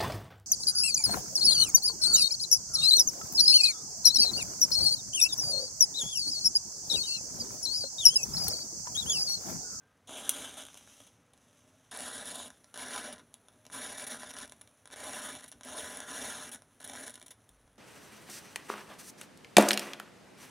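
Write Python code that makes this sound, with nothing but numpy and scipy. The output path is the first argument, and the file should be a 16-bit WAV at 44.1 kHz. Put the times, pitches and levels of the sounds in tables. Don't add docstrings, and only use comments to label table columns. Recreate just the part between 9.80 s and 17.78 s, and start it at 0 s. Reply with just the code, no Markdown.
import sys
import numpy as np
from scipy import signal
from scipy.fft import rfft, irfft
from scipy.io import wavfile
from scipy.ndimage import uniform_filter1d

SR = 44100
rng = np.random.default_rng(int(sys.argv[2]) if len(sys.argv) > 2 else 0)


def wrap_up_sound(samples):
    columns = np.atleast_2d(samples).T
    tamed = np.clip(columns, -1, 1)
    steps = np.round(tamed * 32767).astype(np.int16)
    wavfile.write(sys.argv[1], SR, steps)


def invert_db(level):
    return 10 ** (np.asarray(level, dtype=float) / 20)


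N = 351918
TIME = np.arange(N) / SR
SIZE = 8192
HZ = np.maximum(np.arange(SIZE // 2 + 1), .5) * SR / SIZE


def rms_one(x):
    return x / np.sqrt(np.mean(x ** 2) + 1e-20)


def at_hz(points):
    hz, db = np.transpose(points)
    return np.interp(np.log(HZ), np.log(hz), db)


def causal(db):
    cepstrum = irfft(db * np.log(10) / 20, SIZE)
    cepstrum[1:SIZE // 2] *= 2
    cepstrum[SIZE // 2 + 1:] = 0
    response = irfft(np.exp(rfft(cepstrum)), SIZE)[:SIZE // 2]
    return rms_one(response) / np.sqrt(SIZE // 2)


def through(x, response):
    return signal.oaconvolve(x, response)[:N]


def lagging(x, lag_s):
    r = np.exp(-1 / (lag_s * SR))
    return signal.lfilter([1 - r], [1, -r], x)


def drift(rate, size=N):
    r = np.exp(-2 * np.pi * rate / SR)
    settle = 9000
    noise = rng.standard_normal(size + settle)
    return rms_one(signal.lfilter([1], [1, -2 * r, r * r], noise)[settle:])


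def sputter(per_s, size_db, t60):
    sizes = invert_db(size_db * np.minimum(rng.exponential(1, N), 4))
    born = (rng.random(N) < per_s / SR) * sizes
    return rms_one(1 + signal.lfilter([1], [1, -invert_db(-60 / (t60 * SR))], born))


# (f/Hz, level/dB per Hz)
FLOOR_SPECTRUM = [(15, -61), (25, -35), (64, -29.5), (108, -2.5), (180, -22.5), (335, -27), (476, -14.5),
                  (754, -18.5), (1160, -20), (1260, -19), (1740, -22), (6050, -39), (16000, -46)]


def floor_noise():
    return invert_db(-70) * through(rng.standard_normal(N), causal(at_hz(FLOOR_SPECTRUM)))


# (start t/s, end t/s, f/Hz, level/dB)
WHISTLE_TONES = [(0, 0.11, 1580, -73.5), (0, .04, 1480, -80), (.08, .13, 1255, -80),
                 (2.84, 2.92, 1370, -74), (1.68, 1.81, 585, -74), (1.84, 1.89, 620, -74),
                 (1.847, 1.883, 255, -68), (1.941, 1.99, 635, -72), (1.967, 2.03, 262, -70),
                 (3.4, 3.44, 400, -71), (3.56, 3.6, 670, -76), (3.63, 3.673, 390, -72),
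                 (3.716, 3.85, 620, -75), (7.42, 7.44, 350, -68), (7.558, 7.62, 640, -78),
                 (7.7, 7.98, 50, -70)]


def whistles():
    out = np.zeros(N)
    for start, end, hz, db in WHISTLE_TONES:
        at = round(start * SR)
        size = min(SR // 3, N - at)
        age = np.arange(size) / SR
        fade_db = 170 * np.maximum(age - (end - start), 0)
        swell = invert_db(db + 3.0 * drift(25, size) - fade_db)
        wavering_hz = hz * (1 + 0.015 * drift(60, size))
        out[at:at + size] += swell * np.sin(2 * np.pi * np.cumsum(wavering_hz) / SR)
    return out


def flame_rumble(roar):
    flame = invert_db(-68) + invert_db(-15.5) * lagging(roar, lag_s=0.045)
    soft = causal(-10 * np.log10(1 + (HZ / 250) ** 4) - 10 * np.log10(1 + (60 / HZ) ** 8))
    rumble = flame * invert_db(-3.0 + 2.0 * drift(12)) * rng.standard_normal(N)
    return through(rumble, soft)


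# (f/Hz, level/dB per Hz)
JET_SPECTRUM = [(40, -30), (100, -9), (300, -5.5), (800, -2), (2000, -7), (5000, -5), (10000, -4.5),
                (12000, -11), (14000, -22), (16000, -22.5), (17500, -32)]


def peaks_db(path):
    return at_hz(JET_SPECTRUM) + sum(db / (1 + (2 * (HZ - hz) / width) ** 2) for hz, width, db in path)


# (t/s, level/dB)
SIZZLE = [(0, -80), (.31, -77), (.9, -57), (1.13, -57), (1.27, -61), (1.38, -72.5), (1.5, -75), (1.65, -67),
          (2.1, -70.5), (2.8, -66), (3.5, -69.5), (4.8, -66.5), (5.0, -68), (5.802, -66.5), (6.85, -68),
          (7.6, -68.5), (7.98, -73)]
# (f/Hz, width f/Hz, level/dB)
FIRST_CHAR_PATH = [(546, 63, 3), (3200, 2100, 9), (4570, 600, -10), (6100, 1100, 9.5), (8400, 940, -6),
                   (9900, 5100, 8.5), (13400, 850, -8), (14800, 1100, 9)]
# (f/Hz, width f/Hz, level/dB)
CHARRED_ROW_PATH = [(634, 120, 8), (1630, 270, 4), (3500, 800, 3.5), (4800, 530, -16), (6030, 790, 5.5),
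                    (8150, 900, -10), (10100, 2300, 9.5), (13300, 720, -5), (15100, 1100, 8)]


def ember_sizzle():
    s, db = np.transpose(SIZZLE)
    level = invert_db(np.interp(TIME, s, db) - 3.0 + 1.3 * drift(24))
    sizzle = level * rng.standard_normal(N) * sputter(60, 0.99, 0.01)
    row_chars = TIME >= 2.3
    first = through(sizzle * ~row_chars, causal(peaks_db(FIRST_CHAR_PATH)))
    return first + through(sizzle * row_chars, causal(peaks_db(CHARRED_ROW_PATH)))


# (t/s, level/dB)
FIRST_HEAD_FLOW = [
    [(.272, -54.5), (.295, -51), (.36, -48), (.46, -48), (.485, -49.5)],
    [(.505, -47), (.56, -46.5), (.67, -49), (.76, -56), (.82, -50), (.85, -62), (.92, -69), (1.0, -74)],
]
# (t/s, level/dB)
ROW_HEAD_FLOW = [
    [(2.112, -48.5), (2.19, -50.5), (2.3, -48), (2.4, -47), (2.52, -46.5), (2.63, -49), (2.675, -52),
     (2.695, -70), (2.75, -69.5)],
    [(2.94, -59), (2.99, -47.5), (3.1, -49), (3.16, -45), (3.2, -49), (3.27, -47), (3.34, -61.5),
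     (3.4, -68.5), (3.44, -92)],
    [(3.922, -51), (3.94, -47), (4.05, -46.5), (4.14, -48.5), (4.235, -46.5), (4.32, -45), (4.36, -51.5),
     (4.63, -48.5), (4.67, -68)],
    [(5.112, -62), (5.13, -47.5), (5.2, -51), (5.32, -48.5), (5.46, -47.5), (5.54, -51.5), (5.6, -54.5),
     (5.65, -60), (5.68, -76)],
    [(5.833, -55), (5.89, -50), (5.99, -46), (6.14, -50), (6.2, -51), (6.27, -50.5), (6.4, -44.5),
     (6.74, -51.5), (6.79, -76)],
    [(7.004, -55.5), (7.08, -52.5), (7.15, -52.5), (7.22, -49.5), (7.29, -52), (7.32, -65), (7.345, -61)],
]
# (roar level/dB, fizz level/dB, roar drift level/dB per s, mid-flare level/dB)
FLARE_CHARACTER = [
    (-1.5, -2, -10, 2),
    (-4.5, -1.5, -23, 8.5),
    (3, 0, -11.5, -1.4),
    (1.5, 0, 11, -2),
    (0.5, 1, -1.5, -0.5),
    (1.5, 0, -9.5, 3),
    (1.5, -0.5, -4.5, 2),
    (-1.5, 1.5, -9, 4),
]
# (t/s, depth level/dB, length t/s)
JET_CHOKES = [(2.127, 4.5, 0.05), (2.326, 0, .015), (2.442, 5, 0.014), (0.845, 18, 0.0095),
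              (2.955, 3, 0.0072), (2.973, 11, 0.0068), (3.046, 9, 0.01), (3.331, -11.5, 0.016),
              (4.577, 4, .01), (4.593, 3, .009), (4.607, 11, 0.0093), (2.173, 6, .004), (2.19, -9, .004),
              (2.199, -7, 0.0056), (2.206, -15, 0.0036), (2.216, -4, .004), (3.35, 12, 0.0087),
              (5.117, 12, .004), (7.007, 11, 0.0055), (7.021, 9, .007), (7.082, 10, .006), (6.755, 9, .004),
              (6.743, 6, .004), (4.166, 6, 0.015), (4.6, 4, 0.0081), (7.068, 13, 0.0086), (7.108, 4, .01),
              (7.122, 0, 0.009), (7.258, 12, 0.0077), (4.415, 6, 0.013), (4.484, 11, 0.02),
              (4.555, 9, 0.025), (4.258, 36, 0.012), (4.287, 10, 0.026), (4.382, 12, 0.0078),
              (4.452, 6, 0.016), (4.52, 26, 0.022), (5.146, 50, 0.018), (5.618, 7, 0.011),
              (6.253, 6.5, 0.029), (6.708, 19, 0.028), (7.033, 10, 0.01), (7.063, 13, 0.0091)]
FULL_FLOW_DB, ROAR_LAG_S = -49, 0.0059
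FIZZ_SLOPE, FIZZ_YIELDS = 1.26, 0.16
CHOKE_ROAR_SHARE = 0.51
GULPS_PER_S, GULP_DB, GULP_PER_DB = 53, 2, 0.5


def flare_levels():
    out = np.zeros((3, N))
    choke_db = sum(depth * np.exp(-(2 * (TIME - s) / length) ** 2) for s, depth, length in JET_CHOKES)
    gulps = np.clip(1.73 * drift(GULPS_PER_S) - .6, 0, 2)
    flows = FIRST_HEAD_FLOW + ROW_HEAD_FLOW
    for rows, (roar_db, fizz_db, drift_db, full_db) in zip(flows, FLARE_CHARACTER):
        s, db = np.transpose(rows)
        flow_db = np.interp(TIME, s, db) - FULL_FLOW_DB
        arch_db = full_db * np.sin(np.pi * np.clip((TIME - s[0]) / (s[-1] - s[0]), 0, 1))
        loss_db = choke_db + gulps * (GULP_DB + GULP_PER_DB * np.clip(-flow_db, 0, 10))
        lit = (TIME >= s[0]) * invert_db(FULL_FLOW_DB - 290 * np.clip(TIME - s[-1], 0, .2))
        roar_db = flow_db + roar_db + arch_db + drift_db * np.clip(TIME - s[0], 0, 1)
        out[0] += lagging(lit * invert_db(roar_db - CHOKE_ROAR_SHARE * loss_db), ROAR_LAG_S)
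        out[1] += lit * invert_db(flow_db - loss_db)
        out[2] += lit * invert_db(FIZZ_SLOPE * (flow_db - loss_db) + fizz_db - FIZZ_YIELDS * arch_db)
    return out


def gas_jets(gas, levels):
    shared = drift(14)
    pockets = sputter(per_s=170, size_db=6.0, t60=0.0034) * invert_db(1.2 * drift(240))
    flutter = [invert_db(0.12 * shared + 0.79 * drift(38)) * pockets ** 0.5,
               invert_db(0.96 * shared + 0.8 * drift(35)) * pockets ** 0.41,
               invert_db(1.2 * shared + 1.2 * drift(75)) * pockets ** 0.42]
    return invert_db(-0.7) * swaying(gas * levels * [rms_one(f) for f in flutter])


def swaying(jets):
    late = TIME - 0.0005 * invert_db(3 * drift(5.1))
    return jets + invert_db(-9) * np.array([np.interp(late, TIME, jet) for jet in jets])


def ticks(hiss):
    per_s, over_hiss_db = 47, 13.5
    sizes = invert_db(over_hiss_db + 1.54 * np.minimum(rng.exponential(1, N), 3)) * rng.choice([-1, 1], N)
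    struck = rng.random(N) < per_s / SR
    return struck * sizes * np.minimum(hiss, lagging(hiss, 0.028)) * invert_db([[-6], [0], [1.5]])


def spits(rows, gas, edge, crack_db):
    out, age = np.zeros((3, N)), np.arange(1000) / SR
    for s, peak_db, roar_db, fizz_db, length in rows:
        at = round(s * SR)
        puff = np.exp(-(age / max(length, .0005)) ** edge * 2.0) * gas[at:at + len(age)]
        puff[0] += invert_db(crack_db)
        voices_db = np.array([[roar_db], [0], [fizz_db]])
        out[:, at:at + len(age)] += invert_db(peak_db - 12 + voices_db) * puff
    return out


def crumbs(rows):
    return [(s, db - 1, -4.5 - bright_db, 0.5 + bright_db, length) for s, db, bright_db, length in rows]


# (t/s, peak level/dB, brightness level/dB, length
# t/s)
FIRST_CRUMBS = [(0.2932, -37, -17, 0.0016), (0.8362, -35, 2, 0.0027), (0.8521, -32, 2, 0.0017),
                (0.8661, -33, -2, 0.0017), (0.8705, -40, -4, 0.0013), (0.9433, -31.5, -2, 0.0023),
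                (0.9531, -39, -7.5, 0.0023), (0.9869, -45, -6, 0.0011), (1.0102, -43, -8, 0.0023),
                (1.2033, -40.5, -5, 0.0046), (1.2673, -45, 2, 0.0048), (1.2707, -45, 1, 0.0017),
                (1.2748, -44, 1, 0.003), (1.3759, -58, -7, 0.0025), (1.5351, -45.5, 1, 0.0019),
                (1.5373, -50, -5, 0.0035), (1.577, -47, 1, 0.0019), (1.6475, -59, -3, 0.0023),
                (0.823, -34, -1, 0.0018),
    (.8853, -37, -7, .002),
    (0.902, -41, -6, .002),
    (1.075, -43.5, -11, .003),
    (1.178, -51, -10, 0.0018),
    (1.7294, -49, -6, .003),
]
# (t/s, peak level/dB, brightness level/dB, length t/s)
CATCHING_CRUMBS = [(2.1168, -42, -5, 0.0035), (2.1598, -38, 3, 0.0011), (2.1631, -37, 0, 0.0037),
                   (2.1733, -33, 14, 0.002), (2.2204, -28, 6, 0.0015), (2.2634, -34, 9, 0.0016),
                   (2.5172, -36, 0, 0.0014), (2.5551, -31.5, 7.5, 0.0041), (2.6802, -39, 10, 0.002),
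                   (2.7037, -31, -3, 0.0015), (2.8434, -36.5, -2, 0.0024), (2.9413, -30.5, -3.5, 0.0068),
                   (2.9583, -36, -4, 0.0038), (2.9758, -21.5, -2, 0.0008), (2.9939, -28, -3, 0.0019),
                   (3.3605, -47, -8, 0.003), (3.3815, -41, -14, 0.0023), (3.3864, -48, 10, 0.0018),
                   (3.3954, -43, -8, 0.0018), (3.5361, -55, 4, 0.0018), (3.5413, -35, 4.5, 0.0021),
                   (3.6513, -55, -5, 0.0013), (3.6844, -39, -2.5, 0.0029)]
# (t/s, peak level/dB, brightness level/dB, length t/s)
THIRD_FLARE_CRUMBS = [(3.7272, -54, 5, 0.0013), (3.7365, -52, -4, 0.0027), (3.8526, -36, -1.5, 0.0028),
                      (3.8657, -30.5, -2.5, 0.0014), (3.9001, -43.5, -12, 0.0024), (3.9049, -44, 3, 0.0023),
                      (3.9139, -39, -5, 0.0016), (3.9188, -37, 1, 0.0014), (3.9484, -35, 9, 0.0011),
                      (4.1816, -34, -6, 0.0023), (4.3451, -39, -11, 0.0011), (4.4327, -29, -9.5, 0.0022),
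                      (4.5072, -28, -2, 0.0013), (4.5128, -26.5, 2.5, 0.0016), (4.5382, -32, 1, 0.0013),
                      (4.5664, -31, -5, 0.0035), (4.5869, -29, 2, 0.0018), (4.6027, -30, -3, 0.0012),
                      (4.6559, -35, -1, 0.0021), (4.6772, -40, 3, 0.0034), (4.6964, -36, -1, 0.0012),
                      (4.7155, -45, 1, 0.0034), (4.7217, -29, -2.5, 0.0023), (4.8124, -35, 1, 0.0015),
                      (4.8159, -34, 2, 0.0022), (4.8749, -41, 0.5, 0.0025)]
# (t/s, peak level/dB, brightness level/dB, length t/s)
FOURTH_FLARE_CRUMBS = [(5.0564, -36, -4, 0.0034), (5.0747, -34, -4, 0.0019), (5.1025, -42, -13.5, 0.0026),
                       (5.1118, -39, -4, 0.0016), (5.118, -38, -11, 0.0013), (5.1314, -40, -4, 0.0026),
                       (5.1356, -31, -5, 0.0027), (5.14, -30, 2, 0.0017), (5.1601, -34, -6, 0.0017),
                       (5.203, -32, -2, 0.0029), (5.24, -35, -5, 0.0034), (5.2557, -42, -4, 0.0013),
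                       (5.2785, -37, 7, 0.0013), (5.3334, -27, -8, 0.0025), (5.552, -33, -2, 0.0023),
                       (5.6084, -34, 0, 0.0015), (5.6412, -35.5, 3, 0.0038), (5.644, -42, -3, 0.0041),
                       (5.6615, -37, 0, 0.0011), (5.7165, -31.5, 1, 0.0016), (5.7232, -42.5, -12, 0.0056),
                       (5.8101, -36.5, -7, 0.0029), (5.8336, -31, -2, 0.0019), (5.8495, -35, 9, 0.0016),
                       (5.8854, -28.5, -7, 0.0024)]
# (t/s, peak level/dB, brightness level/dB, length t/s)
LAST_CRUMBS = [(6.172, -27.5, 8.5, 0.0012), (6.203, -26, 0, 0.0028), (6.692, -30, 2, 0.002),
               (6.7527, -36, 2, 0.0015), (6.758, -36, 0, 0.0027), (6.7696, -52, 1, 0.0014),
               (6.821, -40, -2, 0.002), (7.0017, -41, 0, 0.0072), (7.0063, -37, -7, 0.0015),
               (7.0148, -39, -9, 0.0012), (7.029, -36, -6, 0.0019), (7.0637, -34, -2, 0.0013),
               (7.0684, -42, -5, 0.002), (7.076, -30, 1, 0.0027), (7.083, -35, -1, 0.0013),
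               (7.0973, -29, -4, 0.0026), (7.135, -33, -8, 0.0025), (7.153, -29, -9, 0.0015),
               (7.174, -37, -14, 0.0016), (7.265, -43, 3, 0.0022), (7.2794, -27.5, -4, 0.0018),
               (7.296, -32.5, 4, 0.0016), (7.3055, -35, 4, 0.0019), (7.313, -42, -1, 0.0018),
               (7.3413, -35, 2, 0.0022), (7.3554, -33.5, 0, 0.0053), (7.3766, -40, -12, 0.0043),
               (7.398, -40, 4, 0.0015), (7.409, -44, -1, 0.0021), (7.4152, -34.5, -4.5, 0.0034),
               (7.427, -34, 1, 0.0012), (7.482, -32.5, 1, 0.0017), (7.691, -45.5, 6, 0.0047),
               (7.8765, -50, -14, 0.0031), (7.9571, -52, 2, 0.0021)]


def crumb_spits(gas):
    early = FIRST_CRUMBS + CATCHING_CRUMBS
    late = THIRD_FLARE_CRUMBS + FOURTH_FLARE_CRUMBS + LAST_CRUMBS
    return spits(crumbs(early + late), gas, edge=1.06, crack_db=11)


def three_voices(path):
    def below(edge_hz):
        return -10 * np.log10(1 + (HZ / edge_hz) ** 12)

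    def above(edge_hz):
        return -10 * np.log10(1 + (edge_hz / HZ) ** 12).clip(max=6)

    roar_top_hz, fizz_foot_hz = 2500, 8200
    split = below(roar_top_hz), above(roar_top_hz) + below(fizz_foot_hz), above(fizz_foot_hz)
    return [causal(peaks_db(path) + np.maximum(s, -60)) for s in split]


# (f/Hz, width f/Hz, level/dB)
FIRST_HEAD_PATH = [(288, 120, 10), (650, 390, 10.5), (1500, 1400, 11.5), (1930, 260, -9), (2540, 190, -7.5),
                   (3470, 1170, 11), (4580, 1350, -10), (6070, 180, 8.5), (6550, 310, 5), (7030, 200, 4),
                   (7990, 390, -6), (9300, 730, 7), (10400, 1100, 4), (11400, 850, 2), (13300, 970, -5),
                   (15000, 570, 3)]
# (t/s, peak level/dB, roar level/dB, fizz level/dB, length t/s)
BURST = [
    (0.4931, -11.5, -21, 6.5, 0.0013),
    (0.4946, -20, -10, 6, 0.0016),
    (0.4964, -21.5, -10.5, 6, 0.0018),
    (0.4985, -29, -10, 5, 0.002),
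    (0.5077, -30, -6, -3, .0012),
]
# (f/Hz, width f/Hz, level/dB)
BURST_COLOUR = [(11300, 1500, 5), (15500, 2500, 11), (3300, 900, -4), (9500, 900, -3), (13000, 900, 4)]


def head_burst(gas):
    burst = spits(BURST, gas, edge=1.5, crack_db=9)
    voices = three_voices(FIRST_HEAD_PATH + BURST_COLOUR)
    return sum(through(b, voice) for b, voice in zip(burst, voices))


# (t/s, peak level/dB, brightness level/dB, length t/s)
GAS_PUFFS = [(.77, -36.5, -2.5, 0.024), (.788, -47, -4, 0.024), (4.2665, -40.5, 7.5, 0.026),
             (7.0414, -37.5, 7, 0.013), (7.4615, -42, 4, 0.0096), (7.506, -39, 3, 0.017),
             (6.7154, -39.5, 6.5, 0.019), (6.729, -42.5, 5, 0.021), (5.679, -44, 6, 0.017),
             (5.722, -41.5, 1, .009), (2.6, -38, -17, 0.0034), (6.746, -36, 3, 0.0042),
             (3.326, -41.5, 4, 0.016), (0.62, -40, 2, 0.005), (.9725, -39, 1.5, 0.0056)]


def gas_puffs(gas):
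    return spits(crumbs(GAS_PUFFS), gas, edge=3.9, crack_db=3)


# (f/Hz, width f/Hz, level/dB)
SHARED_ROW_PATH = [(244.4, 82, 12.5), (327.4, 12, 10), (628, 525, 14.5), (1008, 93, 7), (1200, 32, -1.5),
                   (1608, 950, 17), (2344, 126, 9.5), (2455, 204, -15), (3600, 500, 7.5), (4710, 410, -4.5),
                   (5720, 240, 7.5), (6050, 96, -2.5), (6870, 320, 4.5), (7350, 220, -4.5), (8080, 370, -9),
                   (10000, 1440, 12.5), (11200, 500, 5.5), (12600, 370, -6), (13800, 700, -2),
                   (14700, 930, 5)]
# (from t/s, [(f/Hz, width f/Hz, level/dB)])
ROW_HEADS = [
    (1.45, [(2185, 420, -6.5), (5800, 590, -5), (8000, 290, 3), (11140, 400, -3), (12600, 440, -11), (14100, 1500, -2)]),
    (2.8, [(860, 73, -2.5), (2850, 180, 4), (8060, 2600, -3.5), (11300, 700, -5), (12600, 400, -4), (13800, 1200, -5)]),
    (3.5, [(3120, 130, -3), (4800, 300, -2.5), (8340, 510, -7), (11300, 430, -3), (14000, 700, -6)]),
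    (4.78, [(4920, 240, -11), (11100, 500, 0), (12800, 400, -6), (14800, 1400, 6)]),
    (5.78, [(2260, 100, -4), (4800, 380, -7.5), (6500, 130, 8), (12100, 400, -2), (14700, 1200, 7)]),
    (6.9, [(1200, 140, -4), (2570, 280, -5), (4800, 400, -9), (5820, 200, -2), (12200, 400, -1), (14800, 1600, 8)]),
]


def from_dish(jets):
    starts = [0] + [round(s * SR) for s, own in ROW_HEADS] + [N]
    paths = [FIRST_HEAD_PATH] + [SHARED_ROW_PATH + own for s, own in ROW_HEADS]
    out = np.zeros(N + SIZE)
    for a, b, path in zip(starts, starts[1:], paths):
        heard = sum(signal.oaconvolve(jet[a:b], voice) for jet, voice in zip(jets, three_voices(path)))
        out[a:a + len(heard)] += heard
    lag, row = round(0.0047 * SR), starts[1]
    out[row + lag:] += invert_db(-23.5) * out[row:-lag]
    return out[:N]


def room(x):
    t60_s, level_db, wall_cut_hz = 0.13, -10.5, 5200
    age = np.arange(SR // 3) / SR
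    tail = rng.standard_normal(len(age)) * invert_db(-60 * age / t60_s) * (age > .003)
    tail = lagging(tail, 1 / (2 * np.pi * wall_cut_hz))
    return through(x, invert_db(level_db) * tail / np.sqrt(np.sum(tail ** 2)))


def scene():
    levels = flare_levels()
    gas = rng.standard_normal(N)
    jets = gas_jets(gas, levels) + crumb_spits(gas) + gas_puffs(gas) + ticks(levels[1])
    fire = from_dish(jets) + head_burst(gas)
    fire = fire + flame_rumble(levels[0]) + ember_sizzle()
    mono = fire + room(fire) + whistles() + floor_noise()
    return np.array([mono, mono])


def low_pass(x):
    return signal.sosfilt(signal.butter(12, 17090, fs=SR, output="sos"), x)


def record(dry):
    cut_hz, leak_over_db, leak_db = 15800, 11.5, 0
    cut = signal.sosfilt(signal.ellip(12, .5, 70, cut_hz, fs=SR, output="sos"), dry)
    top_band = signal.ellip(8, .5, 70, [cut_hz, 17050], "band", fs=SR, output="sos")
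    top = signal.sosfilt(top_band, dry)
    fast = uniform_filter1d(top ** 2, size=64)
    slow = uniform_filter1d(top ** 2, size=2000)
    leak = uniform_filter1d(1. * (fast > invert_db(leak_over_db) ** 2 * slow), size=100)
    return low_pass(cut + invert_db(leak_db) * leak * top)


dry = scene()
out = record(dry)
wrap_up_sound(out)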